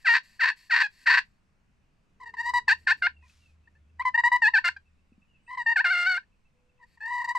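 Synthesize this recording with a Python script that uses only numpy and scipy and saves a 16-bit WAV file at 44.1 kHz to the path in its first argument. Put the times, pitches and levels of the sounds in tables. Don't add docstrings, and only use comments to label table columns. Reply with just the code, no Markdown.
import sys
import numpy as np
from scipy import signal
from scipy.fft import rfft, irfft
from scipy.io import wavfile
from scipy.ndimage import uniform_filter1d

SR = 44100
rng = np.random.default_rng(int(sys.argv[2]) if len(sys.argv) > 2 else 0)


def inscribe(sig):
    pcm = np.round(np.clip(np.atleast_2d(sig).T, -1, 1) * 32767)
    wavfile.write(sys.argv[1], SR, pcm.astype(np.int16))


def linear_from_db(decibels):
    return 10 ** (np.asarray(decibels, float) / 20)


N = 325458
FREE_HZ = 985


def read(points, hz):
    f, value = np.transpose(points)
    return np.interp(np.log(hz + 1), np.log(f + 1), value)


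def amp_at(points, hz):
    return linear_from_db(read(points, hz))


def evened(x):
    return x / np.sqrt(np.mean(x ** 2) + 1e-20)


def band(x, lo_hz, hi_hz):
    return signal.lfilter(*signal.butter(2, [lo_hz, hi_hz], "band", fs=SR), x)


def wander(count, hz):
    drift = signal.lfilter(*signal.butter(3, hz, fs=SR), rng.standard_normal(16384))
    return evened(drift)[-count:]


def add(mix, s, sound):
    part = mix[round(s * SR):][:len(sound)]
    part += sound[:len(part)]


def level(rows):
    s, db = np.transpose(rows)[:2]
    return uniform_filter1d(linear_from_db(np.interp(np.arange(N) / SR, s, db, -200, -200)), size=900)


def echoes(x, t60):
    at = np.arange(150, 8000, 20) + rng.integers(0, 20, (2, 393))
    taps = np.zeros((2, 8100))
    np.put_along_axis(taps, at, rng.choice([-1., 1.], at.shape) * linear_from_db(-60 * at / SR / t60), 1)
    return signal.fftconvolve(x[None], taps / np.linalg.norm(taps[0]), axes=1)[:, :N]


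def air():
    # f/Hz, level/dB per Hz
    hush = [(20, 0.5), (100, -12.5), (190, -8), (310, -23), (500, -24), (1100, -24), (1900, -27),
            (2600, -25.5), (3300, -34.5), (6000, -38.5), (8500, -41.5), (10500, -49.5), (14000, -55.5)]
    # f/Hz, likeness/0-1
    alike = [(60, 0.83), (180, 0.25), (530, 0.29), (1580, 0.12), (4700, 0.65), (14000, 0.27)]
    frames, hz = N // 512 + 5, np.fft.rfftfreq(2048, 1 / SR)
    a, b, c, d, patches = rng.standard_normal((frames, 1025, 5)).T
    patches = evened(uniform_filter1d(uniform_filter1d(patches, 14, 0), 12, 1))
    same = np.clip(read(alike, hz), -1, 1)[:, None]
    left = a + 1j * b
    right = same * left + np.sqrt(1 - same ** 2) * (c + 1j * d)
    z = np.array([left, right]) * linear_from_db(read(hush, hz)[:, None] + 1.2 * patches)
    sound = signal.istft(z, nperseg=2048, noverlap=1536)[1][:, :N]
    return linear_from_db(-68.5) * evened(sound)


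def engine():
    # t/s, level/dB
    drone = [(0.0, -81.5), (0.59, -90), (1.54, -75), (1.95, -84), (2.55, -62.5), (3.82, -60.5), (4.34, -71),
             (4.81, -64), (5.57, -84), (5.73, -78), (7.38, -82.5)]
    return level(drone) * evened(band(rng.standard_normal(N), 73, 79))


def rumble():
    # t/s, level/dB
    swell = [(0.0, -72.5), (0.57, -74), (3.02, -60), (3.21, -69.5), (3.7, -64.5), (4.3, -66), (5.24, -73),
             (5.32, -70), (5.43, -66.5), (6.7, -74), (7.38, -71)]
    return linear_from_db(-6.5) * level(swell) * evened(band(rng.standard_normal(N), 17, 190))


def whistle(length, first_hz, last_hz, arch_hz, db, flutter, edge):
    u = np.linspace(0, 1, round(length * SR))
    hz = first_hz + (last_hz - first_hz) * u + arch_hz * np.sin(np.pi * u)
    rough = 1 + flutter * np.resize(wander(16384, hz=69.2), len(hz))
    tone = np.sin(2 * np.pi * np.cumsum(hz) / SR)
    return linear_from_db(db) * rough * tone * signal.windows.tukey(len(hz), edge)


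def cooing():
    # start/s, end/s, f/Hz, level/dB
    coos = [
        (2.15, 2.679, 441, -71),
        (6.5, 6.903, 497, -76),
    ]
    out = np.zeros(N)
    for a, b, hz, db in coos:
        add(out, a, whistle(b - a, hz, hz, 0, db, flutter=.1, edge=0.33))
    return out


def bird():
    # t/s, length/s, first f/Hz, last f/Hz, arch/Hz, level/dB
    notes_sung = [(3.12, 0.17, 2880, 2315, 33, -65), (3.39, 0.14, 2850, 2400, 40, -69),
                  (5.265, 0.12, 3015, 2800, -94.5, -72.5), (5.35, 0.19, 2980, 2920, 0, -84),
                  (5.4, 0.33, 8430, 7550, -3, -80.5)] + [ (s - .008, .045, 2520, 2430, 190, db) for s, db in [(3.6394, -75.5),
                  (3.7549, -80), (3.8846, -81), (4.8574, -75), (4.9766, -78.5), (5.1063, -75.5),
                  (5.221, -66), (5.3444, -68), (5.469, -63), (6.32, -72), (6.4507, -75), (6.5694, -77.5),
                  (6.6892, -76.5), (6.7794, -76.5)]]
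    out = np.zeros(N)
    for row in notes_sung:
        add(out, row[0], whistle(*row[1:], flutter=.7, edge=.6))
    return out + linear_from_db(-8) * echoes(out, t60=.25)


def outdoors():
    return cooing() + engine() + rumble() + bird()


def cloth():
    # t/s, level/dB
    rustle = [
        (3.22, -82),
        (3.3, -68.5),
        (3.513, -78.5),
        (3.56, -89),
    ]
    grains = rng.standard_normal(N) * linear_from_db(1.8 * rng.standard_normal(N // 60 + 1).repeat(60)[:N])
    return evened(band(grains, 1300, 6500)) * level(rustle)


def taps_of_hands():
    # t/s, level/dB, f/Hz
    ticks = [
        (1.549, -64.5, 150.3),
        (3.297, -54.5, 2565),
        (5.12, -46.5, 231),
        (5.179, -47, 203),
        (5.221, -55, 156),
    ]
    out = np.zeros(N)
    t = np.arange(1500) / SR
    for s, db, hz in ticks:
        click = (hz / 2500) * rng.standard_normal(1500) * np.exp(-t / 0.00033)
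        thud = np.sin(2 * np.pi * hz * t) + click
        add(out, s, linear_from_db(db) * thud * np.exp(-t / 0.0056) * np.minimum(1, t * hz * 2))
    return out


def pot_gain(hz):
    # f/Hz, width/Hz, level/dB
    modes = [(1001, 100.7, -8), (1561, 56, 0), (1820.3, 167, 2), (2352, 110, -17), (2592, 170, -13.5),
             (2757, 41, -15), (3865, 180, -25.5), (4409, 180, -19), (4710, 300, -29), (5300, 130, -36.5),
             (7650, 270, -38.5), (11600, 700, -54.5)]
    # f/Hz, level/dB
    radiate = [(200, -33.5), (450, -12.5), (700, -9.5), (1000, 4), (3300, -4), (6000, -2), (8300, -2.5),
               (9200, -10.5), (10200, -2), (11100, -9.5), (12200, -2.5), (13500, -16.5)]
    power = sum(linear_from_db(2 * db) / (1 + (2 * (hz - f) / width) ** 2) ** 1.382 for f, width, db in modes)
    return np.sqrt(power) * amp_at(radiate, hz)


def pot_ring():
    log_gain = np.log(pot_gain(abs(np.fft.fftfreq(16384, 1 / SR))) + 1e-5)
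    return np.fft.ifft(np.exp(signal.hilbert(log_gain).conj())).real[:4096]


def drag(ring):
    # start/s, end/s, first level/dB, last level/dB
    drags = [
        (0, .04, -67, -61),
        (.235, .388, -61, -66),
        (.565, .69, -58, -64),
        (.905, 1.05, -67, -58),
        (1.245, 1.4, -75, -90),
        (2.78, 2.865, -66, -72),
        (2.97, 3.015, -64, -68),
        (6.865, 6.965, -77, -72),
    ]
    grains = rng.standard_normal(N) * linear_from_db(1.2 * rng.standard_normal(N // 100 + 1).repeat(100)[:N])
    scratch = np.diff(grains, 2, prepend=[0, 0]) + .035 * grains
    scratch = evened(signal.oaconvolve(scratch, ring)[:N]) + .12 * evened(band(grains, 1200, 5000))
    return evened(scratch) * sum(level([(a, first), (b, last)]) for a, b, first, last in drags)


def swing(t, db, rise, from_db, sag_db, release, to_db):
    u = t - t[0]
    rising = from_db * np.maximum(1 - u / rise, 0) ** 2
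    return db + rising + sag_db * u / u[-1] + to_db * np.maximum(1 - u[::-1] / release, 0)


def yelp(start, length, db, dive, steady):
    catch_hz, dive_hz, steady_hz, rasp_hz = 905, 610, 465, 365
    t = np.arange(start, start + length, 1 / SR)
    u = t - start
    diving = dive_hz * (catch_hz / dive_hz) ** (np.maximum(1 - u / dive, 0) ** 1.3)
    hz = np.where(u < dive, diving, steady_hz)
    shifted = np.clip((u - steady) / .008, 0, 1)
    uneven = .012 + shifted * (.13 + .08 * (u / length) ** 4)
    loud_db = swing(t, db, rise=dive, from_db=-20, sag_db=-4, release=.008, to_db=-7)
    return t, loud_db, hz + shifted * (rasp_hz - hz), uneven


def cluck(start, length, db, drop_hz, deepest):
    stall_hz, knee_hz, stall_db = 702, 18, -6.5
    t = np.arange(start, start + length, 1 / SR)
    deepest_s = np.clip(deepest, .1, .9) * length
    push = np.interp(t - start, [0, deepest_s, length], [.2, 1, .03]) ** .85
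    hz = stall_hz + knee_hz * np.logaddexp(0, (FREE_HZ - drop_hz * push - stall_hz) / knee_hz)
    stalled = np.exp(-(hz - stall_hz) / 45)
    loud_db = swing(t, db, rise=.004, from_db=-3, sag_db=0, release=.005, to_db=-5)
    return t, loud_db + stall_db * stalled, hz


def whine(start, length, db, first_hz, last_hz, shape):
    t = np.arange(start, start + length, 1 / SR)
    return t, swing(t, db, *shape), np.linspace(first_hz, last_hz, len(t))


def drawn(rows):
    s, db, hz = np.transpose(rows)
    t = np.arange(s[0], s[-1], 1 / SR)
    return t, np.interp(t, s, db), uniform_filter1d(np.interp(t, s, hz), size=200, mode="nearest")


def slips(t, loud_db, hz, uneven):
    # start/s, end/s, share/0-1
    limps = [
        (2.692, 2.726, 0.25),
        (2.876, 2.909, 0.22),
        (4.636, 4.676, 0.1),
        (5.84, 5.881, 0.05),
        (5.95, 6.15, .012),
    ]
    plate_hz, lock = 1800, .3
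    limp = sum(np.clip(share, 0, .9) * ((t > a) & (t < b)) for a, b, share in limps)
    flutter = np.clip(.013 + .0012 * (-25 - loud_db), .013, .028) * (hz / FREE_HZ) ** 2
    turns = np.cumsum(hz * (1 + (flutter + .5 * uneven) * wander(len(t), hz=70))) / SR
    count = np.arange(1, int(turns[-1]) + 1)
    at = np.interp(count, turns, np.arange(len(t)))
    k = at.astype(int)
    late, size = rng.standard_normal((400, 2))[:len(count)].T
    odd = limp[k] * (count % 2)
    at = at + SR / hz[k] * (.6 * uneven[k] * late + 0.2 * odd)
    in_step = np.round(at * plate_hz / SR) * SR / plate_hz
    at += lock * np.clip(10 * uneven[k] - .2, 0, 1) * (in_step - at)
    size = np.exp(0.77 * uneven[k] * size) * (1 - odd)
    force = np.zeros(len(t) + 200)
    taps = np.clip(at.astype(int)[:, None] + np.arange(-8, 9), -8, len(t) + 90)
    away = taps - at[:, None]
    np.add.at(force, taps + 8, size[:, None] * np.sinc(away) * np.cos(away * np.pi / 18) ** 2)
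    return force[8:len(t) + 8]


def push_on_plate(force, hz, start):
    # from t/s, level of 2 kHz modes/dB, level of 3-6 kHz modes/dB, level above 7 kHz/dB
    grips = [(0, 2.5, 3, -2), (2, -5, -3, 8), (2.65, 0, 6, 4), (2.8, 0, 0, -3), (2.95, 0, -9, -15),
             (3.9, 1, -12, 0), (4.4, 0, -3, -1), (5.4, 1, -5, 0), (5.74, 0, -9, -6), (5.84, 0, 1, -4),
             (6.6, -3, -15, 6)]
    crisp_db = 6
    plate_db, middle_db, top_db = [row[1:] for row in grips if row[0] <= start][-1]
    count = len(force)
    grit = np.sqrt(hz / SR) * rng.standard_normal(16384)[:count]
    gritty = .94 * force + .31 * grit
    middle = linear_from_db(middle_db + crisp_db * np.log2(FREE_HZ / hz)) * band(gritty, 3000, 6400)
    middle *= linear_from_db(1.6 * wander(count, hz=45))
    top = linear_from_db(top_db + 3.4 * wander(count, hz=45)) * band(gritty, 5600, 14000)
    low = signal.lfilter(*signal.butter(2, 3000, fs=SR), force + linear_from_db(-44) * grit)
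    low += (linear_from_db(plate_db) - 1) * band(force, 1400, 2600)
    return low - middle + top


def stroke(ring, t, loud_db, hz, uneven=.002):
    lead = round(.008 * SR)
    loud_db = np.append(loud_db[0] + np.linspace(-36, -20, lead), loud_db)
    loud_db = uniform_filter1d(uniform_filter1d(loud_db, size=110), size=110)
    hz, uneven = (np.pad(c + 0 * t, (lead, 0), "edge") for c in (hz, uneven))
    t = t[0] + np.arange(-lead, len(t)) / SR
    start, end = t[0], t[-1]
    push = push_on_plate(slips(t, loud_db, hz, uneven), hz, start)
    reached = signal.oaconvolve(push, ring)[:len(t)] ** 2
    grip = 400 if uneven.max() > .1 else 200
    reached = uniform_filter1d(uniform_filter1d(reached, size=grip), size=grip)
    reached[:130] = reached[130]
    lift = np.minimum(1, (end - t) / 0.0015)
    sound = signal.oaconvolve(push * lift, ring)
    throb_db = np.clip(.25 * (-25 - loud_db), 1, 3) + 20 * uneven
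    throb = uniform_filter1d(np.minimum(wander(len(t), hz=85), .6), size=120)
    pressure = linear_from_db(loud_db + throb_db * throb) / np.sqrt(reached)
    pressure *= np.minimum(1, (t - start) / 0.005)
    return start, -sound * np.pad(pressure, (0, len(ring) - 1), "edge")


def striker():
    # start/s, length/s, level/dB, dive/s, steady until/s after the start
    yelps = [
        (.046, .141, -16, .04, .088),
        (.394, .112, -18.5, .027, .036),
        (.698, .134, -17.5, .03, .04),
        (1.058, .138, -16.5, .018, .03),
    ]
    # start/s, length/s, level/dB, drop of slip rate/Hz, deepest at share/0-1
    clucks = [
        (2.68, .054, -17.5, 215, .4),
        (2.871, .057, -16, 400, .35),
        (3.022, .052, -16.5, 700, .45),
        (4.42, .071, -17.5, 160, .56),
        (4.538, .053, -16.5, 240, .65),
        (4.643, .048, -16, 1000, .42),
        (5.759, .055, -18, 320, .45),
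    ]
    # start/s, length/s, level/dB, first f/Hz, last f/Hz
    whines = [(2.256, .054, -42, 915, 940), (2.537, .058, -20.5, 975, 965), (3.995, .031, -27, 950, 1090),
              (4.052, .044, -20.5, 1030, 990), (4.143, .023, -18, 900, 945), (4.176, .033, -17, 940, 950),
              (4.237, .051, -17, 942, 995), (4.317, .056, -18.5, 968, 1000),
              (5.572, .059, -29.5, 1005, 915), (5.662, .075, -20.5, 915, 930), (7.242, .021, -29, 950, 985),
              (7.35, .032, -25, 1020, 960)]
    # start/s, length/s, level/dB, first f/Hz, last f/Hz
    swells = [
        (2.2, .047, -39, 1015, 975),
        (2.368, .054, -26, 920, 950),
        (2.425, .087, -25.5, 930, 1000),
        (5.478, .083, -36, 985, 1040),
        (6.79, .062, -52, 1005, 935),
    ]
    # start/s, length/s, level/dB, f/Hz
    touches = [
        (.506, .03, -32, 870),
        (.832, .04, -23, 845),
        (1.196, .014, -31, 850),
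        (2.339, .015, -35, 950),
        (3.225, .05, -61, 990),
        (3.674, .013, -53, 905),
        (3.752, .026, -61, 890),
        (4.764, .014, -37.5, 810),
        (6.23, .015, -58, 880),
        (6.972, .016, -53, 930),
    ]
    # t/s, level/dB, slip rate/Hz
    low_note = [
        (5.843, -19, 860),
        (5.853, -20, 705),
        (5.897, -25, 698),
        (5.913, -18.5, 775),
        (5.932, -24, 708),
        (6.056, -25.5, 703),
        (6.074, -20, 760),
        (6.17, -29, 700),
        (6.181, -23, 840),
    ]
    # t/s, level/dB, slip rate/Hz
    long_whine = [
        (7.005, -41, 880),
        (7.05, -33, 905),
        (7.08, -34, 948),
        (7.13, -28.5, 960),
        (7.16, -29.5, 980),
        (7.22, -30, 980),
        (7.237, -42, 955),
    ]
    # t/s, level/dB, slip rate/Hz
    late_whine = [
        (7.273, -42, 955),
        (7.29, -27, 968),
        (7.316, -27, 980),
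        (7.327, -38, 970),
    ]
    # rise/s, from level/dB, sag/dB, release/s, to level/dB
    whine_shape = (.006, -5, -1.5, .01, -10)
    # rise/s, from level/dB, sag/dB, release/s, to level/dB
    touch_shape = (.005, -6, -8, .006, -6)
    strokes = [yelp(*row) for row in yelps] + [cluck(*row) for row in clucks]
    strokes += [whine(*row, whine_shape) for row in whines]
    strokes += [drawn(low_note), drawn(long_whine), drawn(late_whine)]
    for row in swells:
        swell_shape = (.75 * row[1], -17, *whine_shape[2:])
        strokes.append(whine(*row, swell_shape))
    strokes += [whine(*row, row[-1], touch_shape) for row in touches]
    out, ring = np.zeros(N), pot_ring()
    for controls in strokes:
        add(out, *stroke(ring, *controls))
    return out + drag(ring)


def ports(x):
    # f/Hz, level/dB
    sides_db = [(500, .6), (1000, .8), (2000, 1.8), (8000, 2), (12000, 3.5)]
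    # f/Hz, phase/rad
    sides_phase = [(300, -.1), (1000, -.3), (2000, -.55), (4000, -.55), (8000, -.5), (12000, -1.)]
    hz = np.fft.rfftfreq(N, 1 / SR)
    half = linear_from_db(read(sides_db, hz) / 2) * np.exp(.5j * read(sides_phase, hz))
    return irfft(rfft(x) * np.array([half, 1 / half]), N)


def scene():
    near = striker() + cloth() + taps_of_hands()
    walls = echoes(linear_from_db(-15) * near + linear_from_db(-14) * band(near, 2200, 9000), t60=.12)
    return ports(near) + walls + outdoors() + air()


def roll_off(x):
    return signal.sosfilt(signal.butter(12, 14570, fs=SR, output="sos"), x)


def record(dry):
    edge = signal.firwin(255, 14200, fs=SR)
    mix = signal.oaconvolve(dry, edge[None], "same")
    return roll_off(mix)


dry = scene()
out = record(dry)
inscribe(out)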